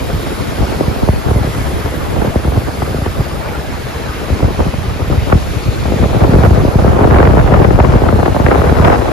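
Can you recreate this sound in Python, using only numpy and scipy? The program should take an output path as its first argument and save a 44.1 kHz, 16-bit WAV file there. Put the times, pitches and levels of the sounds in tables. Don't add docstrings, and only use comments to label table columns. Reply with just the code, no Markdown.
import sys
import numpy as np
from scipy import signal
from scipy.fft import rfft, irfft, next_fast_len
from scipy.io import wavfile
from scipy.ndimage import uniform_filter1d, minimum_filter1d

SR = 44100
rng = np.random.default_rng(int(sys.argv[2]) if len(sys.argv) > 2 else 0)


def wrap_up_sound(samples):
    columns = np.atleast_2d(samples).T
    tamed = np.clip(columns, -1, 1)
    steps = np.round(tamed * 32767).astype(np.int16)
    wavfile.write(sys.argv[1], SR, steps)


N = 402191
TIME = np.arange(N) / SR
FRAMES = N // 128 + 5
BIN_HZ = np.fft.rfftfreq(512, 1 / SR)


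def surf():
    # time_s, level_db
    roar_levels = [(0.0, -25.5), (3.1, -24), (4.2, -24.5), (5.0, -26.5), (5.6, -26.5), (6.2, -27.5)]
    # time_s, wash_db, fizz_db (the finest bubbles)
    foam_levels = [(0.0, -32.5, -38), (0.25, -31.5, -37), (0.65, -31, -37), (1.25, -33.5, -39.5),
                   (1.62, -32.0, -36), (2.45, -34.5, -40), (2.8, -33.5, -37.5), (3.6, -34.5, -41),
                   (4.15, -32.5, -39.5), (5.05, -34, -42), (5.45, -31.5, -39.0), (6.55, -32, -40),
                   (7.0, -33.5, -41.5), (8.1, -34.5, -42), (8.87, -32, -38.5), (9.12, -33, -40)]
    # frequency_hz, density_db (per Hz)
    roar_colour = [(40, -16), (90, -2), (250, 0), (500, 0), (1000, -2.5), (1500, -5.5), (2100, -11),
                   (2900, -19), (4500, -36)]
    wash_colour = [(900, -12), (1600, 0), (2400, 1.5), (3300, 0), (4200, -2), (5300, -4), (5650, -8.5),
                   (6400, -6.5), (7400, -9), (9000, -24), (12000, -45)]
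    fizz_colour = [(5000, -25), (7200, -5), (8000, -.5), (9800, 0), (11500, -1), (12300, -4),
                   (13200, -12.5), (14500, -21), (15700, -36)]
    roar_db, = follow(roar_levels, TIME)
    wash_db, fizz_db = follow(foam_levels, TIME)
    roar = water(roar_colour, roar_db, patch_db=1.35, flicker_db=0.5, ripple_db=1.0, bubble_db=3.0)
    wash = water(wash_colour, wash_db, patch_db=0.6, flicker_db=0.56, ripple_db=1.0, bubble_db=1.0)
    fizz = water(fizz_colour, fizz_db, patch_db=1.0, flicker_db=0.5, ripple_db=1.0, bubble_db=2.5)
    return roar + wash + fizz


def water(colour, level_db, patch_db, flicker_db, ripple_db, bubble_db):
    # frequency_hz, coherence (0 to 1); the top treble is nearly the same in both
    channel_coherence = [(100, .7), (500, .4), (900, .2), (1700, .3), (2400, .55), (3100, .35), (4200, .62),
                         (5300, .5), (6400, .4), (7600, .78), (8700, .92), (11800, .72), (12800, .98)]
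    # frequency_hz, lead_rad
    port_phase = [(100, 0), (500, 0), (1000, 1.7), (1700, 0), (2400, .6), (3000, 1.3), (4200, .7),
                  (5300, .7), (5770, -2), (6500, -.9), (7600, -2.6), (9800, -3.9), (12000, -5.2),
                  (12700, -6.2)]
    # frequency_hz, left_minus_right_db
    port_balance = [(100, 15.5), (380, 2.5), (1000, -0.5), (2400, 0), (4400, 3), (8000, 0)]
    a, b, c, d = rng.standard_normal((4, FRAMES, len(BIN_HZ)))
    coherence = np.clip(read(channel_coherence, BIN_HZ), -1, 1)
    left = a + 1j * b
    right = coherence * left + np.sqrt(1 - coherence ** 2) * (c + 1j * d)
    right = right * np.exp(-1j * read(port_phase, BIN_HZ))
    lean = amp(read(port_balance, BIN_HZ) / 2)

    field_db = patch_db * patches(size=(30, 9))
    field_db += flicker_db * patches(size=(7, 70))
    field_db += ripple_db * patches(size=(260, 4))
    field_db += bubble_db * patches(size=(7, 2))
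    spectra = np.array([left * lean, right / lean]) * amp(read(colour, BIN_HZ) + field_db)
    hiss = signal.istft(spectra, nperseg=512, noverlap=384, time_axis=1, freq_axis=2)[1][:, :N]
    return amp(level_db) * evened(hiss)


def patches(size):
    field = rng.standard_normal((FRAMES, len(BIN_HZ)))
    field = uniform_filter1d(field, size[0], 0)
    return evened(uniform_filter1d(field, size[1], 1))


def buffets():
    # start_s, thud_db (before thud_trim_db), knock_db, edge_hz (upper edge of the knock), left_minus_right_db
    buffet_rows = [(0.138, -10, -24, 500, 0), (0.623, -9, -17, 600, 4), (0.807, -21, -7, 696, -2),
                   (0.875, -8.5, -18, 590, -5), (1.028, -12, -15, 600, 9), (1.075, -24, -18, 950, -8),
                   (1.086, -0.5, -9.5, 1190, 2), (1.132, -12, -20.5, 800, 0), (1.283, -8, -17, 1000, 0),
                   (1.308, -9, -15, 1300, 2), (1.356, -4, -17, 600, 1), (1.442, -11, -19, 800, -1),
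                   (1.858, -21, -16, 900, 2), (2.218, -22, -15, 1400, -12), (2.276, -13, -18, 1000, -4),
                   (2.356, -4.5, -8.5, 750, 1), (2.447, -11, -17.5, 600, -1), (2.474, -5, -16.5, 750, 5),
                   (2.52, -15, -17, 1200, 1), (2.572, -7, -14.5, 850, 2), (2.82, -12, -12.5, 1300, 1),
                   (2.875, -15, -19, 550, 0), (2.905, -8, -24, 900, -4), (2.943, -19, -15, 650, 2),
                   (2.982, -14, -19.5, 700, 0), (3.016, -9.5, -21, 700, 1), (3.061, -15, -14, 1910, 2),
                   (3.192, -17, -36, 500, 0), (4.299, -14, -21, 700, 10), (4.427, -14, -12.5, 860, -3),
                   (4.44, -7, -21, 750, 16), (4.48, -22, -21, 750, 8), (4.605, -8, -18, 1190, 8),
                   (4.661, -11, -17, 750, 3), (4.738, -12, -19, 910, 7), (5.098, -15, -14.5, 750, 1),
                   (5.127, -15, -15.5, 1100, -1), (5.175, -7, -35, 750, 2), (5.299, -14, -17, 1500, 1),
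                   (5.325, 3.5, 3, 1570, -1), (5.349, -1, -16, 650, 1), (5.854, -9, -16.5, 800, 4),
                   (5.919, -20, -10.5, 664, 6), (5.937, -14, -17, 650, 11), (5.959, -11, -27, 600, 0),
                   (6.028, -4, -18, 600, 6), (6.056, -15, -14, 650, 3), (6.162, -21, -14, 600, 2),
                   (6.215, 1, -17, 750, 3), (6.245, -16, -7.5, 1050, 7), (6.288, -1.5, -23, 500, -3),
                   (6.319, -10, -14, 650, -2), (6.337, 1, -6, 560, -1), (6.358, 0, -4, 550, 8),
                   (6.384, -2, -11, 900, -1), (6.435, -3, -9, 2100, -3), (6.469, 0, -20, 700, -6),
                   (6.506, 3.5, -9.5, 650, -2), (6.572, -7, -17, 910, 11), (6.633, -16, -12, 450, -4),
                   (6.648, -10, -8, 650, 5), (6.752, 1, -14, 600, 5), (6.817, -5, -17, 1500, 3),
                   (6.844, -1, -6.5, 806, -1), (6.875, -3, -13, 850, 4), (6.929, -10, -14, 1400, 1),
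                   (6.961, -12, -13, 700, 1), (6.989, -14, -8, 1310, -1), (7.008, -5.5, -7, 1000, 2),
                   (7.049, -3, -3, 900, -5), (7.072, -16, -6.5, 1000, 0), (7.109, -3, -9.5, 1500, 5),
                   (7.145, -4.5, -13, 2500, 2), (7.161, -4, -1, 1490, 0), (7.185, -17, -9, 2400, -6),
                   (7.202, -1, 1, 1500, -6), (7.253, -15, -10.5, 2180, 2), (7.273, 0, -8, 1950, -4),
                   (7.296, -9, -15, 650, 0), (7.338, -27, -10, 750, 7), (7.37, -11, -6, 1080, 2),
                   (7.52, -2, -6, 800, 0), (7.544, -5, -20, 1600, -4), (7.599, -22, -6, 900, -8),
                   (7.612, -7, -9, 900, 13), (7.646, -6.5, -5.5, 1700, 3), (7.685, -25, -10.5, 700, 5),
                   (7.706, -12, -4.5, 1210, 8), (7.722, -12, -28, 500, 0), (7.788, -11, -4.5, 1050, 4),
                   (7.801, 0, -4.5, 1980, 5), (7.836, -22, -12, 620, 15), (7.848, -11, -7.5, 1590, 10),
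                   (7.884, 0, -20, 700, 3), (7.897, -16, -15, 1200, 3), (7.936, -5, -7, 1190, 1),
                   (7.953, 1, -10, 790, 0), (8.017, -30, -9.5, 660, -2.5), (8.037, -23, -9.5, 910, 5),
                   (8.064, -14, -17, 1200, 9), (8.089, -15, -10.5, 1300, -1), (8.125, -9, -9.5, 850, 4),
                   (8.134, -5, -19, 700, 0), (8.159, -19, -14, 1100, 1), (8.188, -20, -10, 850, 3),
                   (8.229, -16, -9, 1400, 4), (8.259, -32, -9, 2000, 3), (8.278, -22, -6.5, 1050, 12),
                   (8.346, -19, -12.5, 1260, 0), (8.363, -27, -9, 1240, -1), (8.398, -7.5, -10, 1160, 7),
                   (8.441, -3.5, -19, 600, 2), (8.464, -21, -8, 2150, 5), (8.484, -20, -7.5, 1650, 9),
                   (8.514, -20, -3, 1600, 6), (8.577, -7, -12, 1100, 0), (8.617, -13, -13, 1700, 11),
                   (8.642, -13, -15, 1600, 5), (8.668, -6.5, -21, 1900, 5), (8.722, -12, -8, 940, 4),
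                   (8.796, 2, -13, 1400, 3), (8.848, -15, -4, 2500, 5), (8.879, -16, -5, 1700, 4),
                   (8.946, -23, -14, 2000, 11), (8.989, -22, -15, 650, 6)]
    # frequency_hz, density_db (per Hz)
    thud_colour = [(20, -45), (35, -11), (55, 1.5), (90, 4.5), (140, 3), (220, -3), (400, -63), (900, -79)]
    thud_trim_db = -1.0
    level_span_s = 0.01
    ring_strength, ring_hz, ring_width_hz = 1.0, 68.5, 38
    knock_low_hz, corner_power = 310, 0.5
    crack = amp(-32)
    fringe, fringe_s, wake, wake_s = 0.051, 0.004, 0.014, 0.014
    crossing_s = 0.00056
    pitch_scatter = 0.11

    out = np.zeros((2, N))
    lead_s = 0.016
    t = np.arange(4096) / SR - lead_s
    suction = -1. * signal.unit_impulse(len(t), round(lead_s * SR))
    unit = np.sqrt(level_span_s * SR / len(t))
    stir = fringe * np.exp(-abs(t) / fringe_s) + wake * (t > 0) * np.exp(-abs(t) / wake_s)
    for start_s, thud_db, knock_db, edge_hz, pan_db in buffet_rows:
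        smallness = np.sqrt(edge_hz / 1000)
        corner_hz = knock_low_hz * smallness ** corner_power
        pitch = np.exp(pitch_scatter * rng.standard_normal())

        def knock_gain(hz):
            slope = hz ** 2 / np.sqrt(hz ** 6 + corner_hz ** 6)
            return slope * (1 / np.sqrt(1 + (hz / edge_hz) ** 7) + crack / (1 + (hz / edge_hz) ** 2))

        def thud_gain(hz):
            ring = 1 + ring_strength / (1 + 2j * (hz - ring_hz) / ring_width_hz)
            return amp(read(thud_colour, hz / pitch)) * ring

        small_eddies = smallness * stir * rng.standard_normal((2, len(t)))
        knocks = port(suction + small_eddies, knock_gain)
        thud = amp(thud_db + thud_trim_db) * evened(port(suction, thud_gain))
        late_s = crossing_s * rng.uniform(-0.99, 1)
        for channel, side in enumerate((1, -1)):
            sound = thud + amp(knock_db + side * pan_db / 2) * evened(knocks[channel])
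            first = round((start_s - lead_s + side * late_s / 2) * SR)
            part = out[channel, first:][:len(t)]
            part += unit * sound[:len(part)]
    return out


def wind():
    # time_s, rumble_db (large eddies), flutter_db (small eddies)
    wind_levels = [(0.0, -21.5, -20.5), (0.5, -21.5, -21.5), (0.9, -20, -20), (1.6, -17, -21),
                   (2.4, -23.5, -24), (3.1, -20.5, -28), (3.8, -22.5, -26.5), (4.2, -27, -23.5),
                   (4.55, -17, -24), (5.0, -17, -26), (5.5, -17.5, -25.5), (5.85, -16, -21),
                   (6.35, -10, -12.5), (6.68, -12, -16), (7.2, -4, -10), (7.6, -7.5, -15.5),
                   (7.72, -6.5, -17.5), (8.1, -12, -14.5), (8.35, -15, -18.5), (8.85, -9.5, -12.5),
                   (9.12, -19, -15)]
    # time_s, left_minus_right_db
    wind_side = [(0.0, -1), (2.4, 0), (5.3, 0), (7.3, -0.5), (7.8, 5), (8.1, 0.5), (8.45, 4), (9.12, 2)]
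    # frequency_hz, density_db (per Hz)
    rumble_colour = [(15, -40), (28, -29), (40, -4), (52, -0.5), (68, 4.5), (95, -1), (130, -1.5),
                     (200, -11.5), (320, -20), (700, -98)]
    flutter_colour = [(25, -25), (42, 5), (70, 6.5), (160, 0), (250, 2.5), (450, 1), (650, -5), (900, -9.5),
                      (1400, -15.5), (2400, -75), (5000, -78)]
    tear_colour = [(30, -45), (200, -25), (500, 7.5), (750, 6), (1100, -1), (1500, -3.5), (2200, -12.5),
                   (3200, -24), (6000, -47)]
    rumble_db, flutter_db = follow(wind_levels, TIME)
    gust_rumble_db, gust_flutter_db = gusts()
    side_db, = follow(wind_side, TIME)
    tear_db = -20.5 + 2 * (flutter_db + 14.5) + 1.56 * gust_flutter_db + 1.16 * side_db

    rumble = turbulence(rumble_colour, lump_db=5.5, lump_hz=24.3, share=0.6, eddies_per_s=60, hiss=0.5)
    flutter = turbulence(flutter_colour, lump_db=4.0, lump_hz=27.8, share=0.31, eddies_per_s=170, hiss=0.7)
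    tear = turbulence(tear_colour, lump_db=4.0, lump_hz=44.7, share=0.046, eddies_per_s=320, hiss=0.71)
    large = amp(rumble_db + gust_rumble_db) * rumble
    small = amp(flutter_db + gust_flutter_db) * flutter + amp(tear_db) * tear
    return veer(large + small * amp(np.array([side_db, -side_db]) / 2))


def turbulence(colour, lump_db, lump_hz, share, eddies_per_s, hiss):
    lumps = pair(wobble(lump_hz), wobble(lump_hz), wobble(lump_hz), 0.47)
    lumps = 2 * np.tanh(lumps / 2)
    eddies = rng.standard_normal((3, N)) * (rng.random((3, N)) < eddies_per_s / SR)
    flow = evened(eddies) + hiss * rng.standard_normal((3, N))
    sound = port(pair(*flow, share) * amp(lump_db * lumps), lambda hz: amp(read(colour, hz)))
    return sound / np.sqrt(uniform_filter1d((sound ** 2).mean(0), size=4500) + 1e-20)


def gusts():
    # height_s (time of the height), length_s, rumble_rise_db, flutter_rise_db (lulls are added)
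    gust_rows = [(0.165, 0.099, 8, -4), (0.626, 0.1, 8, 5.5), (0.727, 0.13, 2.5, 5), (1.036, 0.059, 4, 4.5),
                 (1.11, 0.14, 5, -3), (1.278, 0.14, 2, 2), (1.373, 0.28, 2, 2.5), (2.2, 0.29, 5.5, 7),
                 (2.264, 0.079, 1, 7), (2.385, 0.16, 6, -8), (2.485, 0.077, 6, 7), (2.555, 0.14, 13.5, 11),
                 (2.682, 0.071, 9, 7), (2.966, 0.092, 3, -5), (3.188, 0.098, 9, 6), (4.1, 0.052, 15, -3),
                 (4.338, 0.11, 11, 4), (4.444, 0.2, 8.5, 8.5), (4.607, 0.099, -1, 12.5),
                 (4.677, 0.071, 4, 10.5), (5.002, 0.12, -5, 3.5), (5.128, 0.38, 3.5, 8),
                 (5.329, 0.18, 5, 10.5), (5.706, 0.098, 6, 1.5), (6.034, 0.057, 8, 6.5),
                 (6.214, 0.13, 1, 3), (6.454, 0.044, -3, 4), (6.57, 0.1, 3, 2), (6.683, 0.034, 11, 3),
                 (6.736, 0.19, -6, 1), (6.867, 0.15, 1, 2), (7.008, 0.13, -14, 1.5), (7.156, 0.2, 2, 3.5),
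                 (7.28, 0.071, -7, 2.5), (7.382, 0.092, -1, 1), (7.56, 0.26, 2, 4.5), (7.965, 0.052, 0, 6),
                 (8.538, 0.12, 1, 5.5), (8.64, 0.15, 0.5, 3.5), (8.9, 0.19, -1, 3.5)]
    lull_after_s, lull_s, lull_db = 0.021, 0.11, -2.5
    rise_db = np.zeros((2, N))
    for height_s, length_s, rumble_db, flutter_db in gust_rows:
        rise_db += np.outer([rumble_db, flutter_db], swell(height_s, length_s))
        rise_db += lull_db * swell(height_s + length_s / 2 + lull_after_s, lull_s)
    return rise_db


def swell(height_s, length_s):
    return np.cos(np.pi * np.clip((TIME - height_s) / length_s, -.5, .5)) ** 2


def veer(x, radians=0.98, rate_hz=2.5):
    turn = np.array([[1], [-1]]) * radians * wobble(rate_hz) / 2
    quadrature = signal.hilbert(x, next_fast_len(N, True))[:, :N].imag
    return x * np.cos(turn) - quadrature * np.sin(turn)


def port(x, gain, turns=2.039, knee_hz=70):
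    size = next_fast_len(x.shape[-1] + 4096, True)
    hz = np.fft.rfftfreq(size, 1 / SR)
    lag = np.exp(-2j * np.pi * turns * np.log(1 + hz / knee_hz))
    return irfft(rfft(x, size) * gain(hz) * lag, size)[..., :x.shape[-1]]


def pair(common, left, right, share):
    share = np.clip(share, 0, 1)
    return np.sqrt(share) * common + np.sqrt(1 - share) * np.array([left, right])


def wobble(rate_hz):
    coarse_s = np.arange(16384) * TIME[-1] / 16383
    hz = np.fft.rfftfreq(len(coarse_s), coarse_s[1])
    slow = irfft(rfft(rng.standard_normal(len(coarse_s))) / (1 + (hz / rate_hz) ** 2))
    return np.interp(TIME, coarse_s, evened(slow))


def amp(db):
    return 10 ** (np.asarray(db) / 20)


def evened(x):
    return x / np.sqrt(np.mean(x ** 2) + 1e-20)


def read(points, hz):
    f, value = np.transpose(points)
    return np.interp(np.log(hz + 1), np.log(f + 1), value)


def follow(rows, t):
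    s, *columns = np.transpose(rows)
    return [np.interp(t, s, column) for column in columns]


def scene():
    return surf() + buffets() + wind()


def record(dry):
    split_hz, ceiling_db, duck, edge_hz = 3600, 3.5, 0.12, 15400
    smooth = signal.firwin(41, min(split_hz, SR / 4), fs=SR)[None]
    low = signal.oaconvolve(dry, smooth, "same")
    ride = 1 / np.maximum(abs(low) / amp(ceiling_db), 1)
    ride = uniform_filter1d(minimum_filter1d(ride, size=400), size=400)
    held = low * ride
    rounding = (1 + abs(held) ** 12) ** (-1 / 12)
    shaved = signal.oaconvolve(held * (1 - rounding), smooth, "same")
    shaved = shaved - uniform_filter1d(shaved, size=700)
    ducking = uniform_filter1d(ride * rounding, size=1500) ** (2 * duck)
    limited = held - shaved + (dry - low) * ducking
    band_limit = signal.firwin(511, edge_hz, window=("kaiser", 9), fs=SR)[None]
    return signal.oaconvolve(limited, band_limit, "same")


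dry = scene()
out = record(dry)
wrap_up_sound(out)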